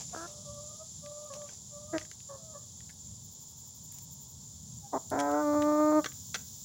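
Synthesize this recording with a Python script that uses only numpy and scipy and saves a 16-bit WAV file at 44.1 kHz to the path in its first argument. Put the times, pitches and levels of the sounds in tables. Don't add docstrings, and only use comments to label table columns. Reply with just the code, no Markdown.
import sys
import numpy as np
from scipy import signal
from scipy.fft import rfft, irfft
from scipy.io import wavfile
from scipy.ndimage import uniform_filter1d

SR = 44100
rng = np.random.default_rng(int(sys.argv[2]) if len(sys.argv) > 2 else 0)


def store_pcm(level_fs):
    pcm = np.round(np.clip(level_fs, -1, 1) * 32767).astype(np.int16)
    wavfile.write(sys.argv[1], SR, np.atleast_2d(pcm).T)


N = 292824
TIME = np.arange(N) / SR


def from_db(db):
    return 10 ** (np.asarray(db) / 20)


def rms_one(x):
    return x / np.sqrt(np.mean(x ** 2) + 1e-20)


def in_time(rows):
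    return np.interp(TIME, *np.transpose(rows))


def gains(spectrum, size):
    hz, db = np.transpose(spectrum)
    grid_hz = np.arange(size // 2 + 1) * SR / size
    return from_db(np.interp(np.log(grid_hz + 1), np.log(hz), db))


def noise(spectrum):
    return rms_one(irfft(rfft(rng.standard_normal(N)) * gains(spectrum, N), N))


def drift(per_s):
    points = rng.standard_normal(N // 20)
    return rms_one(np.interp(TIME * per_s, np.arange(len(points)), points))


def resonate(x, spectrum, size=4096):
    cepstrum = irfft(np.log(gains(spectrum, size)))
    cepstrum[1:size // 2] *= 2
    cepstrum[size // 2 + 1:] = 0
    ring = irfft(np.exp(rfft(cepstrum)))
    return signal.oaconvolve(x, ring)[:len(x)]


def add(out, s, sound):
    at = max(0, int(s * SR))
    out[at:at + len(sound)] += sound[:max(0, N - at)]


def passed(t, s, over_s):
    return np.clip((t - s) / over_s + .5, 0, 1)


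def yard(x, wet_db, die_away_s=0.28):
    # delay in seconds, level in dB before the tone colour below.
    echoes = [(.019, -28), (.043, -53), (.071, -46)]
    t = np.arange(SR // 2) / SR
    scatter = rng.standard_normal(len(t)) * from_db(-60 * t / die_away_s) * (t > .006)
    response = from_db(wet_db) * scatter / np.linalg.norm(scatter)
    for s, db in echoes:
        response[int(s * SR)] += from_db(db)
    coloured = resonate(response, [(2000, 5), (8000, 4)])
    return x + signal.fftconvolve(x, coloured)[:N]


def open_air(surge_db=2.4, hush_db=-68.5):
    # time in seconds, level in dB.
    rumble_levels = [(0, -53), (2.5, -56.5), (4.0, -54.5), (6.64, -52)]
    # frequency in Hz, relative strength in dB.
    rumble_colour = [(20, -37), (40, -33), (65, -3.5), (85, 0), (135, 1), (200, -4), (260, -13.5),
                     (350, -33), (600, -42), (2000, -78)]
    hush_colour = [(100, 1), (300, 0), (500, -0.5), (750, -4), (950, -0.5), (1300, -12.5), (2000, -25),
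                   (3000, -28), (8000, -26)]
    rumble = from_db(in_time(rumble_levels) + surge_db * drift(10)) * noise(rumble_colour)
    return rumble + from_db(hush_db) * noise(hush_colour)


def insects(chorus_gain_db=1.86, flutter_db=1.0, throb_db=1.5, throb_hz=3.65):
    # time in seconds, level in dB before the changes below.
    chorus_levels = [(0.0, -51.5), (1.7, -55.5), (4.4, -57.4), (5.6, -53.5), (6.64, -53)]
    shrill_levels = [(0, -46), (.3, -54.5), (.8, -51), (4.3, -53), (6.64, -50.5)]
    # frequency in Hz, relative strength in dB.
    chorus_colour = [(2400, -30.5), (2900, -20.5), (3400, -7), (4200, -8.5), (5200, -3), (6400, 1.5),
                     (7500, 1), (8000, -10), (8900, -16.5), (9300, -7), (9700, -17), (10800, -10.5),
                     (12500, -32.5), (16000, -23)]
    shrill_colour = [(5500, -38.5), (6500, -10.5), (6850, -5), (7080, 2.5), (7350, -2), (7650, -17),
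                     (8300, -37)]
    chorus = from_db(in_time(chorus_levels) + chorus_gain_db + .5 * drift(60)) * noise(chorus_colour)
    throb = throb_db * np.cos(2 * np.pi * throb_hz * (TIME - 1.73))
    shrill = from_db(in_time(shrill_levels) + throb + flutter_db * drift(80)) * noise(shrill_colour)
    return chorus + shrill


def katydid(start_s=3.252, gap_s=.0836, slowing_s=.0008, stroke_s=0.021, teeth_db=1.5, buzz_gain_db=-1.5):
    # time in seconds, level in dB before buzz_gain_db.
    buzz_levels = [(0.0, -72), (3.0, -67.5), (4.75, -65), (5.4, -56), (6.64, -54)]
    # frequency in Hz, relative strength in dB.
    wing_colour = [(9000, -54), (11500, -9.5), (13500, -15), (14600, 1), (15600, 2.5), (17000, -12)]
    k = np.arange(13)
    times = start_s + gap_s * k + slowing_s * k ** 2 / 2 + 0.0033 * rng.standard_normal(len(k))
    levels = -53.5 - 6.0 * np.abs(times - 4)
    strokes = sum(from_db(db) * np.exp(-((TIME - s) / stroke_s) ** 2) for s, db in zip(times, levels))
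    buzz = from_db(in_time(buzz_levels) + buzz_gain_db)
    scrape = rms_one(noise(wing_colour) * from_db(teeth_db * drift(400)))
    return np.hypot(strokes, buzz) * scrape


def twigs(ticks_per_s=5.0):
    # frequency in Hz, gain in dB.
    twig_colour = [(2500, -30), (5000, -8), (10000, 1), (13000, -4), (16000, -15)]
    ticks = (rng.random(N) < ticks_per_s / SR) * from_db(-34 + 3.0 * rng.standard_normal(N))
    return resonate(ticks, twig_colour)


def steps(snaps_per_s=3000):
    # loudest moment in seconds, level in dB, rise and fall time in seconds.
    footfalls = [(.008, -46, 0.03), (0.098, -58, 0.014), (0.165, -50.5, 0.05), (0.275, -53, 0.047),
                 (1.35, -51, 0.029), (1.51, -54.5, 0.054), (2.006, -52, 0.046), (3.973, -60, .06),
                 (6.4, -56, .025)]
    # frequency in Hz, relative strength in dB.
    bark_colour = [(200, -6), (700, 4), (1500, -8.5), (2500, -5.5), (4000, -5.5), (6200, 9.5), (8000, -5),
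                   (11000, -21), (15000, -14)]
    snaps = (rng.random(N) < snaps_per_s / SR) * rng.standard_normal(N)
    weight = sum(from_db(db) * np.exp(-((TIME - s) / width) ** 2) for s, db, width in footfalls)
    return weight * rms_one(resonate(snaps, bark_colour))


def contacts(bounce_s=.0039, loss_db=1.3, uneven=.15):
    # start in seconds, knock and tick levels in dB before their gains in pecks(),
    # tick brightness in Hz, chatter time in seconds.
    beak_hits = [(1.061, -41, -35.5, 4500, 0), (1.338, -60, -29.5, 6500, 0), (1.417, -41.5, -55, 3500, 0),
                 (1.489, -39, -49, 4000, .006), (1.982, -32.5, -20.5, 5800, 0), (1.997, -41, -37, 9000, 0),
                 (2.013, -33, -46, 8000, 0), (2.05, -41, -54, 4000, 0), (2.114, -34.5, -32, 6940, 0),
                 (2.204, -57, -42.5, 4500, 0), (2.8047, -39.5, -47, 4600, 0), (2.8933, -40, -43, 9000, .01),
                 (3.923, -50, -32.5, 13500, 0), (3.986, -50, -31, 12500, 0), (5.1024, -57, -27.5, 12300, 0),
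                 (5.1905, -23, -32, 9100, .006), (5.201, -24, -24, 7140, .01),
                 (5.313, -62, -34, 9050, .006), (5.621, -32, -25.5, 4000, .006), (6.044, -22, -25, 4470, 0),
                 (6.052, -38, -38, 5030, 0), (6.0595, -19.5, -27.5, 6100, .006), (6.12, -45, -38, 3460, 0),
                 (6.344, -22, -21, 5450, .018)]
    for s, knock_db, tick_db, tick_hz, chatter_s in beak_hits:
        slips = uneven * rng.standard_normal(size=32)
        for k in range(1 + int(chatter_s / bounce_s)):
            lands_s = s + bounce_s * (k + slips[k] * (k > 0))
            yield lands_s, knock_db - k * loss_db, tick_db - k * loss_db, tick_hz


def pecks(tick_s=0.00049, bend_s=0.00038, rattle_s=0.0085, grains_per_s=2500,
          knock_gain_db=-7, tick_gain_db=-1, firm_db=-29):
    # frequency in Hz, relative strength in dB,
    # seconds to fade by 60 dB, dB lost for each dB that a peck falls short of firm_db.
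    feeder = [(462, -13, 0.028, 1), (785, -13, 0.014, 0), (1120, -15, 0.017, 1.5), (1376, -6, 0.015, 2),
              (1530, -6.5, 0.02, 0.5), (1725, -6, 0.018, 0), (1947, -7, 0.017, 0), (2250, -6.5, 0.012, 0),
              (2650, -10.5, 0.0075, 0), (3294, -5, 0.012, 0), (3660, -13, 0.008, 2), (5690, -9, 0.016, 1.5),
              (6330, -2, 0.0094, -0.5)]
    hz, tone_db, ring_s, needs_force = np.transpose(feeder)[:, :, None]
    out, t = np.zeros(N), np.arange(3000) / SR
    for s, knock_db, tick_db, tick_hz in contacts():
        shifted = rng.random(len(t)) < grains_per_s / SR
        grains = 0.14 * shifted * rng.standard_normal(len(t)) * np.exp(-t / rattle_s)
        grains[0] = 1
        flex_db = needs_force * min(0, knock_db - firm_db)
        strengths = from_db(tone_db + flex_db + rng.normal(0, 3.27, hz.shape))
        strengths *= rng.choice([-1, 1], hz.shape)
        tones = strengths * np.sin(2 * np.pi * hz * t) * from_db(-60 * t / ring_s)
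        knock = tones.sum(axis=0) * (1 - np.exp(-t / bend_s))
        band = signal.butter(2, [tick_hz * 0.38, min(tick_hz * 1.11, 19000)], "band", fs=SR, output="sos")
        tick = signal.sosfilt(band, rng.standard_normal(len(t)) * np.exp(-t / tick_s) + 1e-18)
        tick /= np.max(np.abs(tick))
        contact = from_db(knock_db + knock_gain_db) * knock + from_db(tick_db + tick_gain_db) * tick
        add(out, s, signal.fftconvolve(grains, contact)[:len(t)])
    return out


def syrinx(rows, jitter=.13, shimmer_db=5.0, rasp=.07):
    s, *curves = np.transpose(rows)
    t = np.arange(s[0], s[-1], 1 / SR)
    pitch, db, swing, rough = (np.interp(t, s, c) for c in curves)
    cycles = np.cumsum(pitch) / SR
    k = np.arange(int(cycles[-1]) + 1)
    at = np.searchsorted(cycles, k)
    chance = rng.standard_normal((2000, 2))[:len(k)]
    puff_cycle = k + swing[at] * (-1) ** k + jitter * rough[at] * chance[:, 0]
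    place = np.interp(puff_cycle, cycles, np.arange(len(t)))
    strength = from_db(shimmer_db * rough[at] * chance[:, 1])
    puffs, whole = np.zeros(len(t) + 1), place.astype(int)
    np.add.at(puffs, whole, strength * (1 - place % 1))
    np.add.at(puffs, whole + 1, strength * (place % 1))
    air = rasp * rough * np.cos(np.pi * cycles) ** 4 * rng.standard_normal(2 * SR)[:len(t)]
    return s[0], puffs[:-1] - pitch / SR + air, db


def voiced(source, throat):
    start, puffs, db = source
    voice = resonate(puffs, throat)
    power = uniform_filter1d(uniform_filter1d(voice ** 2, size=600), size=600)
    soft_ends = signal.windows.tukey(len(db), min(1, 200 / len(db)))
    out = np.zeros(N)
    add(out, start, voice / np.sqrt(power + 1e-20) * from_db(db) * soft_ends)
    return out


def fade(t, attack_s, release_s, depth_db=27):
    fade_in = np.clip(1 - (t - t[0]) / attack_s, 0, 1) ** 2
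    fade_out = np.clip(1 - (t[-1] - t) / release_s, 0, 1) ** 2
    return -depth_db * (fade_in + fade_out)


def hen_call(row, throat, attack_s=.019, release_s=.017, waver=0, swing=0):
    s, length, hz, glide_hz, db, swell_db, rough = row
    t = np.linspace(s, s + length, 200)
    along = (t - s) / length - .5
    wobble = waver * np.interp(t, TIME, drift(70))
    drop = 0.045 * np.exp((s - t) / .017)
    pitch = (hz + glide_hz * along) * (1 + drop + wobble)
    level = db + swell_db * along + fade(t, attack_s, release_s)
    rows = np.column_stack(np.broadcast_arrays(t, pitch, level, swing, rough))
    return voiced(syrinx(rows), throat)


def far_hens(waver_db=1.1):
    # start and length in seconds, pitch and its change in Hz, level and its change in dB,
    # roughness from 0 to 1.
    moan_calls = [(0.248, 0.24, 593.5, 13.5, -56, -11, 0.45), (0.429, 0.36, 590, 30.5, -50.5, -3.5, .13),
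                  (0.777, 0.071, 625, 37, -47.5, -1, 0.3), (1.015, .3, 593.2, 26, -46.5, -0.5, 0.08),
                  (1.326, 0.16, 585.7, -14.5, -46, -9, 0.18), (1.704, 0.329, 599.5, 40, -49.5, 0.5, 0.08),
                  (2.359, 0.28, 630.5, -69, -60, 3, 0.23), (4.82, 0.077, 796, -11, -52, 0, 0.08)]
    cluck_calls = [(0.123, 0.036, 682, -92, -41, 1, 0.22), (1.291, .065, 547, -30, -47.5, -10, 0.3),
                   (2.285, 0.088, 550, -12, -47.5, -8, 0.77), (2.527, 0.056, 573, -5, -49, 11, 0.34)]
    # frequency in Hz, relative strength in dB.
    moan_throat = [(300, -9), (600, 0.5), (850, -7), (1250, -10.5), (1800, -44), (4000, -38)]
    cluck_throat = [(300, -16), (560, 2.5), (800, -11.5), (1120, 0), (1400, -25.5), (1720, -15.5),
                    (2200, -62), (4000, -58)]
    distant_colour = [(650, -35), (820, -14), (900, 4), (1000, -7), (1250, -38)]
    # time in seconds, level in dB.
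    distant_levels = [(3.15, -98), (3.4, -76.5), (4.25, -72), (4.7, -84)]
    moans = sum(hen_call(row, moan_throat, attack_s=0.044, release_s=0.048, waver=0.0064)
                for row in moan_calls)
    clucks = sum(hen_call(row, cluck_throat) for row in cluck_calls)
    smeared = from_db(in_time(distant_levels)) * noise(distant_colour)
    return (moans + clucks + smeared) * from_db(waver_db * drift(50))


def near_clucks():
    # start and length in seconds, pitch and its change in Hz, level and its change in dB,
    # swing in cycles, roughness from 0 to 1.
    clucks = [(4.923, 0.0633, 268, -30, -29.5, -1, .1, 0.66),
              (1.926, 0.058, 317, -20.5, -30.5, -6.5, 0, 0.18),
              (.1345, .038, 70, 5.5, -39, 4, 0.0097, 0.37), (.157, 0.1164, 333, 37, -43.5, 1, 0, 0.14)]
    # frequency in Hz, relative strength in dB.
    gruff = [(120, -16), (280, -4), (480, -5), (720, 0.5), (1050, -2.5), (1450, -23.5), (2000, -29),
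             (2700, -57), (5000, -65)]
    rounded = [(130, -25), (320, -6), (640, -6), (960, -22.5), (1280, -23), (1600, -18.5), (1950, -21),
               (2400, -42), (5000, -61)]
    nasal = [(130, -19), (230, 4), (330, 0.5), (670, 1.5), (1000, -4), (1360, 3), (1700, -3.5), (2100, -34),
             (4000, -52)]
    return sum(hen_call((*shape, rough), throat, swing=swing)
               for (*shape, swing, rough), throat in zip(clucks, (gruff, rounded, nasal, nasal)))


def squawk_breath(start_db=-30.5, swell_db_per_s=8, waver=0.0017, waver_db=0.72):
    # time in seconds, pitch in Hz.
    melody = [(5.109, 274), (5.15, 270), (5.19, 285.1), (5.3, 288.3), (5.41, 300.4), (5.48, 294),
              (5.639, 297), (5.78, 301.9), (5.989, 306.5), (6.014, 276)]
    # time in seconds, rise and fall time in seconds, added roughness from 0 to 1.
    catches = [(5.548, .014, 0.11), (5.732, .06, 0.05), (5.923, .025, 0.05)]
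    s, hz = np.transpose(melody)
    t = np.linspace(s[0], s[-1], 900)
    harsh = 1 - passed(t, 5.172, over_s=0.032)
    rattling = 1 - passed(t, 5.415, over_s=.04)
    hoarse = sum(amount * np.exp(-((t - at) / width) ** 2) for at, width, amount in catches)
    unsteady = np.interp(t, TIME, drift(35))
    pitch = np.interp(t, s, hz) * (1 + waver * unsteady)
    level = start_db + swell_db_per_s * (t - t[0]) + waver_db * unsteady
    level += fade(t, attack_s=.014, release_s=.024)
    swing = .002 + 0.047 * rattling + .07 * harsh + 0.14 * hoarse
    rough = 0.029 + 0.025 * rattling + 0.63 * harsh + hoarse
    return syrinx(np.column_stack([t, pitch, level, swing, rough]))


def squawk(narrows_s=5.285, opens_s=5.42, change_s=0.045):
    # frequency in Hz, relative strength in dB.
    tight = [(120, -14), (270, 5.5), (430, 0), (570, 4.5), (760, 5.5), (950, 2), (1150, -10.5),
             (1400, -3.5), (1700, -11), (2000, -19), (2400, -30), (5000, -89)]
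    narrow = [(120, -23), (290, 1), (440, -1), (590, 1.5), (740, -0.5), (900, -1.5), (1030, -9), (1180, -3),
              (1330, -9), (1470, 4), (1630, -24), (2000, -25), (2500, -41), (5000, -66)]
    wide = [(120, -47), (210, -0.5), (300, 2), (450, -5.5), (600, 0.5), (900, -9.5), (1200, -5),
            (1500, -23), (1800, -26), (2100, -30.5), (2400, -37.5), (3200, -66), (4300, -34.5), (5500, -61)]
    breath = squawk_breath()
    narrowed, opened = passed(TIME, narrows_s, change_s), passed(TIME, opens_s, change_s)
    return ((1 - narrowed) * voiced(breath, tight)
            + (narrowed - opened) * voiced(breath, narrow)
            + opened * voiced(breath, wide))


def scene():
    near = yard(squawk() + near_clucks() + pecks() + steps() + twigs(), wet_db=-24)
    far = yard(far_hens(), wet_db=-12)
    return (near + far + open_air() + insects() + katydid())[None]


def record(dry, cutoff_hz=15900):
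    return signal.sosfilt(signal.ellip(10, .1, 80, cutoff_hz, fs=SR, output="sos"), dry)


dry = scene()
out = record(dry)
store_pcm(out)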